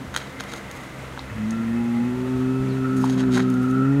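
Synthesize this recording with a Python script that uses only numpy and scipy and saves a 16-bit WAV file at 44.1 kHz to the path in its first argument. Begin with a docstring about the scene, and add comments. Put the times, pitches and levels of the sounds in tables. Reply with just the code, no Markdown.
"""Dull thuds and a burst of clicking, grinding stones open the scene: a bull paws the gravel of a walled pen.
At 1.3 s it lows with its mouth nearly shut, one slowly rising note: three strong partials and a nasal buzz.
The note roughens as alternate pulses weaken; two faint bird calls are gliding sines; the hoof grinds again
as filtered ticks and ringing knocks, and late on the voice catches twice as short nasal rings.
Behind it all lie shaped-noise air and a far engine of harmonics, its noise-band whine fading by 2.5 s."""
import sys
import numpy as np
from scipy import signal
from scipy.fft import rfft, irfft
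from scipy.io import wavfile

SR = 44100
rng = np.random.default_rng(int(sys.argv[2]) if len(sys.argv) > 2 else 0)


def int16_out(signal):
    """Quantize to a 16-bit WAV file."""
    q = np.round(np.clip(np.atleast_2d(signal).T, -1, 1) * 32767)
    wavfile.write(sys.argv[1], SR, q.astype(np.int16))


N = 176400
T = np.arange(N) / SR

# pitch of the low: t/s, f/Hz
PITCH = [(1.31,107.8),(1.37,109.3),(1.42,106.7),(1.55,113.5),(1.68,114.3),(1.76,117.5),(1.99,118.1),(2.08,123.3),(2.28,127.9),(2.5,129),(2.63,132.1),(2.72,131.2),(3.0,129.6),(3.27,130.1),(3.36,124.3),(3.47,129.4),(3.55,125.5),(3.68,128.7),(3.83,132.9),(3.89,136.8),(3.97,140.7),(4,139.3)]
# the three lowest partials: t/s, first level/dB, second level/dB, third level/dB
PARTIALS = [(1.29,-53,-61,-65),(1.32,-32,-54,-63),(1.37,-36,-32,-50),(1.44,-36.5,-23.5,-50),(1.56,-37,-26.5,-41.5),(1.7,-37,-23,-43.5),(1.78,-36,-22.5,-35.5),(2.03,-34.5,-21,-41),(2.17,-32.5,-27.5,-32),(2.45,-29.5,-22,-31.5),(2.72,-26.5,-28,-32),(3.04,-28,-20,-33),(3.17,-27,-21.5,-34),(3.35,-28.5,-18.5,-26.5),(3.43,-28,-21.5,-29),(3.52,-28.5,-20,-34.5),(3.63,-28,-21,-35.5),(3.8,-25.5,-20.5,-30),(3.89,-22.5,-19.5,-36),(4.0,-19,-20,-33)]
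# clear upper partials that swell and fade as the mouth moves: multiple, start t/s, peak t/s, end t/s, level/dB
# (where the peak lies past the end, the partial climbs and then stops)
UPPER_PARTIALS = [(7,1.68,1.83,2.76,-45.5),(4,3.3,4.35,4,-44.5),(5,3.716,5.3,4.42,-41),(6,3.4,3.85,4.3,-49.5),(13,2.8,7.3,3.2,-52),(20,2.4,2.5,2.87,-56)]
# roughness, how unequal alternate pulses are: t/s, amount/0-1
ROUGHNESS = [(2.3,0.12),(2.55,0.22),(2.64,0.57),(2.85,0.1),(3.0,0.81),(3.12,0.56),(3.25,0.7),(3.5,0.96),(3.66,0.3),(3.82,0.5),(3.9,0.14)]
# partials between the whole multiples: multiple of the pitch, level/dB at full roughness
HALF_PARTIALS = [(1.5,-28),(2.5,-42),(3.5,-49)]
# nasal buzz: t/s, level/dB
BUZZ_LEVEL = [(1.45,-55),(1.57,-43.5),(1.75,-53.5),(2.25,-48),(2.45,-40),(2.62,-41.5),(2.74,-53),(2.83,-35.5),(3.0,-36.5),(3.12,-54),(3.25,-41),(3.55,-36),(3.66,-34.5),(3.85,-28.5),(3.93,-39.5),(4.0,-43)]
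# resonances of the nose: f/Hz, width/Hz, level/dB
NOSE_MODES = [(1320,59,0),(1404,34,-4)]
# resonances of the throat: f/Hz, width/Hz, level/dB
THROAT_MODES = [(892,330,2),(1844,192,11),(1930,150,-15),(2578,120,8),(6460,2200,-17.5)]
# throat overtones: t/s, level/dB
OVERTONE_LEVEL = [(1.4,-49),(1.65,-46.5),(1.85,-47.5),(2.1,-46.5),(2.35,-57),(2.6,-55),(3.0,-52),(3.6,-56),(3.95,-42.5)]
# hard pulses where the voice catches: t/s, level/dB
CATCHES = [(3.641,-22),(3.751,-23)]
# stones knocked by the hoof: t/s, peak level/dB, centre f/Hz, spread/octaves
KNOCKS = [(.1415,-20.5,2200,1.5),(.1483,-17,2260,0.93),(.1627,-6.5,2480,1.5),(.1735,-17.5,2200,1.6),(.4005,-21.5,2500,1.4),(.406,-16.5,1860,1.54),(.4379,-25,2500,2.1),(.5317,-27,1500,2.3),(.536,-19.5,1800,1.7),(.562,-30,2500,2.4),(.7123,-27.5,5840,1.2),(1.176,-21,950,1.17),(1.1922,-26.5,800,0.35),(1.1923,-26,4300,0.28),(1.5075,-26,6430,0.5),(3.0412,-12.5,900,0.29),(3.043,-30,5000,0.8),(3.0975,-24,2980,1.6),(3.1263,-31,3999,1.6),(3.3453,-25,4300,0.4),(3.353,-21,3730,0.69),(3.369,-20,1700,1.17),(3.385,-30,1701,1.4),(3.5009,-32,8060,0.64),(3.5399,-33,8100,1),(3.711,-35,8000,1.01)]
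# ringing modes of a stone: f/Hz, width/Hz, level/dB
STONE_MODES = [(550,270,-6),(640,230,-7.5),(960,340,-4),(1444,280,2),(1860,240,-15),(3160,184,-8),(3800,230,-6.5),(4330,100,-18),(6470,254,-4),(9460,160,-10.5)]
# hoof drags and landing grit: start t/s, peak t/s, end t/s, level/dB, centre f/Hz
SCRAPES = [(0.138,0.166,0.36,-40.5,2200),(.385,0.4,0.59,-43.5,2200),(0.456,0.544,.64,-41,635),(.47,0.504,0.55,-44,4000),(0.544,0.569,0.6,-38.5,4460),(0.71,0.75,0.94,-50.5,7100),(2.941,2.98,3.17,-46.5,8000),(3.018,3.084,3.2,-37.5,3680),(3.044,3.06,3.57,-37.5,794),(3.164,3.195,3.25,-37,2870),(3.303,3.356,3.41,-30.5,3950),(3.317,3.374,3.43,-26.5,999.4),(3.36,3.4,3.46,-37,2830),(3.48,3.62,3.83,-54.5,8000)]
# dull thuds: t/s, decay/s, centre f/Hz, level/dB before the envelope
THUDS = [(.005,0.054,204,-35.5),(.07,.04,88.6,-38),(2.345,0.037,88,-30.5),(2.46,.03,70,-35),(2.595,0.032,70,-33)]
# bird calls: t/s, length/s, start f/Hz, f/Hz that the glide nears, level/dB
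CHIRPS = [(2.685,.065,5100,3800,-49.5),(3.0,.055,6200,4800,-51)]
# engine harmonics: multiple, level/dB
ENGINE_HARMONICS = [(1,-49.5),(2,-46.5),(3,-51),(4,-50.5),(5,-56.5),(7,-57.5)]
# far whine: t/s, level/dB
WHINE_LEVEL = [(0,-59),(.4,-47),(.75,-45.5),(1.1,-52),(2.0,-48.5),(2.5,-74)]
# tone of the open air: f/Hz, relative level/dB per Hz
AIR_SPECTRUM = [(15,-44),(30,-7),(55,-1.5),(115,6.5),(250,2.5),(380,-1.5),(500,2),(800,-3.5),(1300,-2.5),(1900,-7),(2600,-10.5),(3600,-15),(5000,-21.5),(6800,-21),(10000,-25.5),(15000,-27.5)]
# open air: t/s, level/dB
AIR_LEVEL = [(0,-38.5),(.8,-37.5),(1.3,-38.5),(2.0,-38.5),(2.8,-38),(4,-40)]

# voice
JITTER, ROUGH_JITTER = 0.00305, 0.00584  # pitch drift as a fraction: always, and added at full roughness
SHIMMER_DB, PULSE_SCATTER_DB, HALF_FLICKER_DB = 0.8, 5, 2.5
HALF_WANDER_RAD, TRACT_LAG_RAD = 0.45, 0.35
ALTERNATION, BREATH_SHARE = 0.5, 0.71
RASP_HZ, RASP_WIDTH_HZ, RASP_DB = 240, 275, -39
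NOSE_HZ, NOSE_WIDTH_HZ = 1365, 87
# the nasal bell that picks out clear overtones, and their share of the buzz power
CLEAR_HZ, CLEAR_SPREAD_HZ, CLEAR_SHARE = 1363, 57, 0.53
CATCH_HZ, CATCH_DECAY_S = 1344, 0.0089
# hoof and pen
CRACK_S, CRACK_DB, SETTLE_S, SETTLE_DB = 0.0019, -6.5, 0.017, -22
CONTACT_S = 0.00039  # time that a knock takes to build up
GRAINS_PER_S, GRAIN_SCATTER_DB, GRIT_OCTAVES, GRIT_RING = 640, 0.5, 1.03, 1.16
CLUMP_DB, CLUMP_RATE_HZ = 3.5, 59  # the hoof sticks and slips
SCRAPE_CURVE = 1.05  # exponent on the rise and fall
PEN_DB, PEN_DECAY_S = -14, 0.044
# background and recorder
CHIRP_WAVER = 0.035  # fraction of the pitch
ENGINE_HZ, WHINE_HZ, WHINE_WIDTH_HZ = 66.3, 2039, 220
MIC_HZ, TOP_HZ = 12500, 15800


def amp(db):
    """Decibels to gain."""
    return 10 ** (np.asarray(db) / 20)


def unit(x):
    """Scale to rms 1."""
    return x / np.sqrt(np.mean(x ** 2) + 1e-20)


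def curve(rows, axis=1):
    """One column of a table, joined by straight lines in time."""
    rows = np.array(rows)
    return np.interp(T, rows[:, 0], rows[:, axis])


def noise():
    """White noise."""
    return rng.standard_normal(N)


def walk(rate):
    """Smooth random drift with a spread of 1; a higher rate (Hz) moves faster."""
    f = np.arange(N // 2 + 1) * SR / N
    return unit(irfft(rfft(noise()) * np.exp(-(f / rate) ** 2), N))


def band(x, hz, width_hz):
    """A resonance with gain 1 at its centre."""
    return signal.lfilter(*signal.iirpeak(hz, hz / width_hz, fs=SR), x)


def double_band(x, hz, width_hz):
    """The same resonance twice, for steeper skirts."""
    return band(band(x, hz, width_hz), hz, width_hz)


def body(x, modes):
    """Several resonances side by side."""
    return sum(amp(db) * band(x, hz, width) for hz, width, db in modes)


def colour(x, hz, octaves):
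    """Keep a broad bell of the spectrum around a centre."""
    f = np.arange(len(x) // 2 + 1) * SR / len(x) + 1
    bell = np.exp(-.5 * (np.log2(f / hz) / octaves) ** 2)
    return irfft(rfft(x) * bell, len(x))


def bull():
    """Vocal folds give round partials, half partials when rough, and pulses that ring nose and throat."""
    rough, pitch = curve(ROUGHNESS), curve(PITCH)
    drift = (JITTER + ROUGH_JITTER * rough) * walk(25)
    cycles = np.cumsum(pitch * (1 + drift)) / SR
    phase = 2 * np.pi * cycles
    tones = low_partials(phase, rough) + upper_partials(phase) + half_partials(phase, rough)
    rasp = rough * amp(RASP_DB) * unit(double_band(noise(), RASP_HZ, RASP_WIDTH_HZ))
    source = fold_pulses(cycles, rough)
    buzz = nasal_buzz(source, phase, pitch)
    overtones = throat_overtones(source)
    onset = np.clip((T - PARTIALS[0][0]) / 0.011, 0, 1)
    return onset * (np.sqrt(2) * tones + rasp + buzz + overtones) + catches()


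def partial(phase, k):
    """A multiple of the voice's cycle; the vocal tract delays the higher ones more."""
    return np.cos(k * phase - TRACT_LAG_RAD * k * k)


def low_partials(phase, rough):
    """The three strong partials, whose shimmer shrinks as the voice roughens."""
    out = 0
    for k in range(1, 4):
        shimmer = SHIMMER_DB * (rough - 1) * walk(14)
        out = out + amp(curve(PARTIALS, axis=k) + shimmer) * partial(phase, k)
    return out


def upper_partials(phase):
    """Single clear multiples of the pitch that swell and fade."""
    out = 0
    for k, start, peak, end, db in UPPER_PARTIALS:
        swell = np.sqrt(np.interp(T, [start, peak, end], [0, 1, 0]))
        out = out + amp(db + 2 * walk(13)) * swell * partial(phase, k)
    return out


def half_partials(phase, rough):
    """Unequal alternate pulses repeat every two cycles, which adds tones between the partials."""
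    slip = HALF_WANDER_RAD * walk(44)
    out = 0
    for k, db in HALF_PARTIALS:
        tone = np.sin(k * phase - TRACT_LAG_RAD * k * k + slip)
        out = out + amp(db + HALF_FLICKER_DB * walk(16.8)) * tone
    return rough * out


def fold_pulses(cycles, rough):
    """One pulse a cycle, every other one weaker when rough, with breath that dies away after each."""
    alternate = 1 + ALTERNATION * np.sqrt(rough) * np.cos(np.pi * cycles)
    strength = amp(PULSE_SCATTER_DB * walk(45)) * alternate
    pulses = unit(np.diff(np.floor(cycles), prepend=0) * strength)
    breath = unit(np.exp(-(cycles % 1) / 0.38) * noise())
    return pulses + BREATH_SHARE * breath


def nasal_buzz(source, phase, pitch):
    """The nose favours a few clear overtones and rings under the grainy pulses."""
    clear = 0
    for k in range(9, 14):
        nearness = np.exp(-((k * pitch - CLEAR_HZ) / CLEAR_SPREAD_HZ) ** 2 / 2)
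        clear = clear + nearness * amp(2 * walk(44)) * partial(phase, k)
    grainy = unit(band(body(source, NOSE_MODES), NOSE_HZ, NOSE_WIDTH_HZ))
    mix = np.sqrt(CLEAR_SHARE) * unit(clear) + np.sqrt(1 - CLEAR_SHARE) * grainy
    return mix * amp(curve(BUZZ_LEVEL))


def throat_overtones(source):
    """The fold pulses ring the throat's resonances."""
    ring = sum(amp(db) * double_band(source, hz, width) for hz, width, db in THROAT_MODES)
    return unit(ring) * amp(curve(OVERTONE_LEVEL))


def catches():
    """A hard pulse leaves a short nasal ring."""
    out = 0
    for start, db in CATCHES:
        age = np.maximum(T - start, 0)
        envelope = (1 - np.exp(-age / 0.00083)) * np.exp(-age / CATCH_DECAY_S)
        out = out + amp(db) * envelope * np.sin(2 * np.pi * CATCH_HZ * age)
    return out


def stones():
    """Each knock is a crack, a short ring and a trickle of settling sand."""
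    size, lead = 2 ** 13, 2 ** 7  # samples; the lead leaves room for the filter's pre-ring
    out = np.zeros(N + size)
    t = np.maximum(np.arange(size) - lead, 0) / SR
    for start, db, hz, octaves in KNOCKS:
        ring = 0
        for mode_hz, width_hz, mode_db in STONE_MODES:
            detune = 1 + 0.004 * rng.standard_normal()
            tone = np.sin(2 * np.pi * (mode_hz * detune * t + rng.random()))
            ring = ring + amp(mode_db) * np.exp(-np.pi * width_hz * t) * tone
        decay = amp(CRACK_DB) * np.exp(-t / CRACK_S) + amp(SETTLE_DB) * np.exp(-t / SETTLE_S)
        crack = rng.standard_normal(size) * decay
        build_up = 1 - np.exp(-t / CONTACT_S)
        knock = colour((ring + crack) * build_up, hz, octaves)
        i = int(start * SR) - lead
        out[i:i + size] += amp(db) * knock / np.abs(knock).max()
    return out[:N]


def gravel():
    """A dragged hoof sets off clumps of tiny stone-on-stone ticks."""
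    out = 0
    clumps = amp(CLUMP_DB * np.clip(walk(CLUMP_RATE_HZ), -2, 2))
    for start, peak, end, db, hz in SCRAPES:
        scatter = amp(GRAIN_SCATTER_DB * np.minimum(rng.exponential(size=N), 3))
        struck = rng.random(N) < GRAINS_PER_S / SR
        ticks = struck * clumps * scatter * np.sign(noise())
        ringing = unit(body(ticks, STONE_MODES))
        grit = colour(unit(ticks) + GRIT_RING * ringing, hz, GRIT_OCTAVES)
        swell = np.interp(T, [start, peak, end], [0, 1, 0]) ** SCRAPE_CURVE
        out = out + amp(db) * unit(grit) * swell
    return out


def pen_wall(hoof):
    """The stone wall scatters a little of the hoof sounds back as a short noisy tail."""
    echo = noise() * np.exp(-T / PEN_DECAY_S) * (T > .008)
    return amp(PEN_DB) * signal.fftconvolve(hoof, echo / np.linalg.norm(echo))[:N]


def thuds():
    """Soft low bumps of noise that die quickly."""
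    out = 0
    for start, decay, hz, db in THUDS:
        age = np.maximum(T - start, 0)
        envelope = (1 - np.exp(-age / 0.0027)) * np.exp(-age / decay)
        out = out + amp(db) * unit(colour(noise(), hz, 0.54)) * envelope
    return out


def bird():
    """Thin wavering whistles that drop fast and level out."""
    out = 0
    for start, length, high_hz, low_hz, db in CHIRPS:
        u = np.clip((T - start) / length, 0, 1)
        hz = low_hz + (high_hz - low_hz) * np.exp(-3 * u)
        phase = 2 * np.pi * np.cumsum(hz * (1 + CHIRP_WAVER * walk(540))) / SR
        out = out + amp(db) * np.sqrt(np.abs(np.sin(np.pi * u))) * np.sin(phase)
    return out


def engine():
    """A far engine hums on unsteady harmonics, with a narrow band of noise as its whine."""
    phase = 2 * np.pi * np.cumsum(ENGINE_HZ * (1 + 0.00762 * walk(3.2))) / SR
    hum = 0
    for k, db in ENGINE_HARMONICS:
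        hum = hum + amp(db + 3.6 * walk(6)) * np.sin(k * phase + 2 * np.pi * rng.random())
    whine = amp(curve(WHINE_LEVEL)) * unit(double_band(noise(), WHINE_HZ, WHINE_WIDTH_HZ))
    return np.sqrt(2) * hum + whine


def open_air():
    """Noise shaped to the open air's spectrum, with a slight flutter in level."""
    hz, db = np.array(AIR_SPECTRUM).T
    f = np.arange(N // 2 + 1) * SR / N + 1
    shape = amp(np.interp(np.log(f), np.log(hz), db))
    hiss = unit(irfft(rfft(noise()) * shape, N))
    return hiss * amp(curve(AIR_LEVEL) + .5 * walk(10))


def scene():
    """The bull's voice and hoof in the walled pen, over the distance."""
    hoof = stones() + gravel()
    background = thuds() + bird() + engine() + open_air()
    return (bull() + hoof + pen_wall(hoof) + background)[None]


def record(dry):
    """The microphone softens the highest treble and the recorder cuts the top."""
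    soft = signal.sosfilt(signal.butter(2, MIC_HZ, fs=SR, output="sos"), dry)
    return signal.sosfilt(signal.ellip(10, .2, 80, TOP_HZ, fs=SR, output="sos"), soft)


dry = scene()
out = record(dry)
int16_out(out)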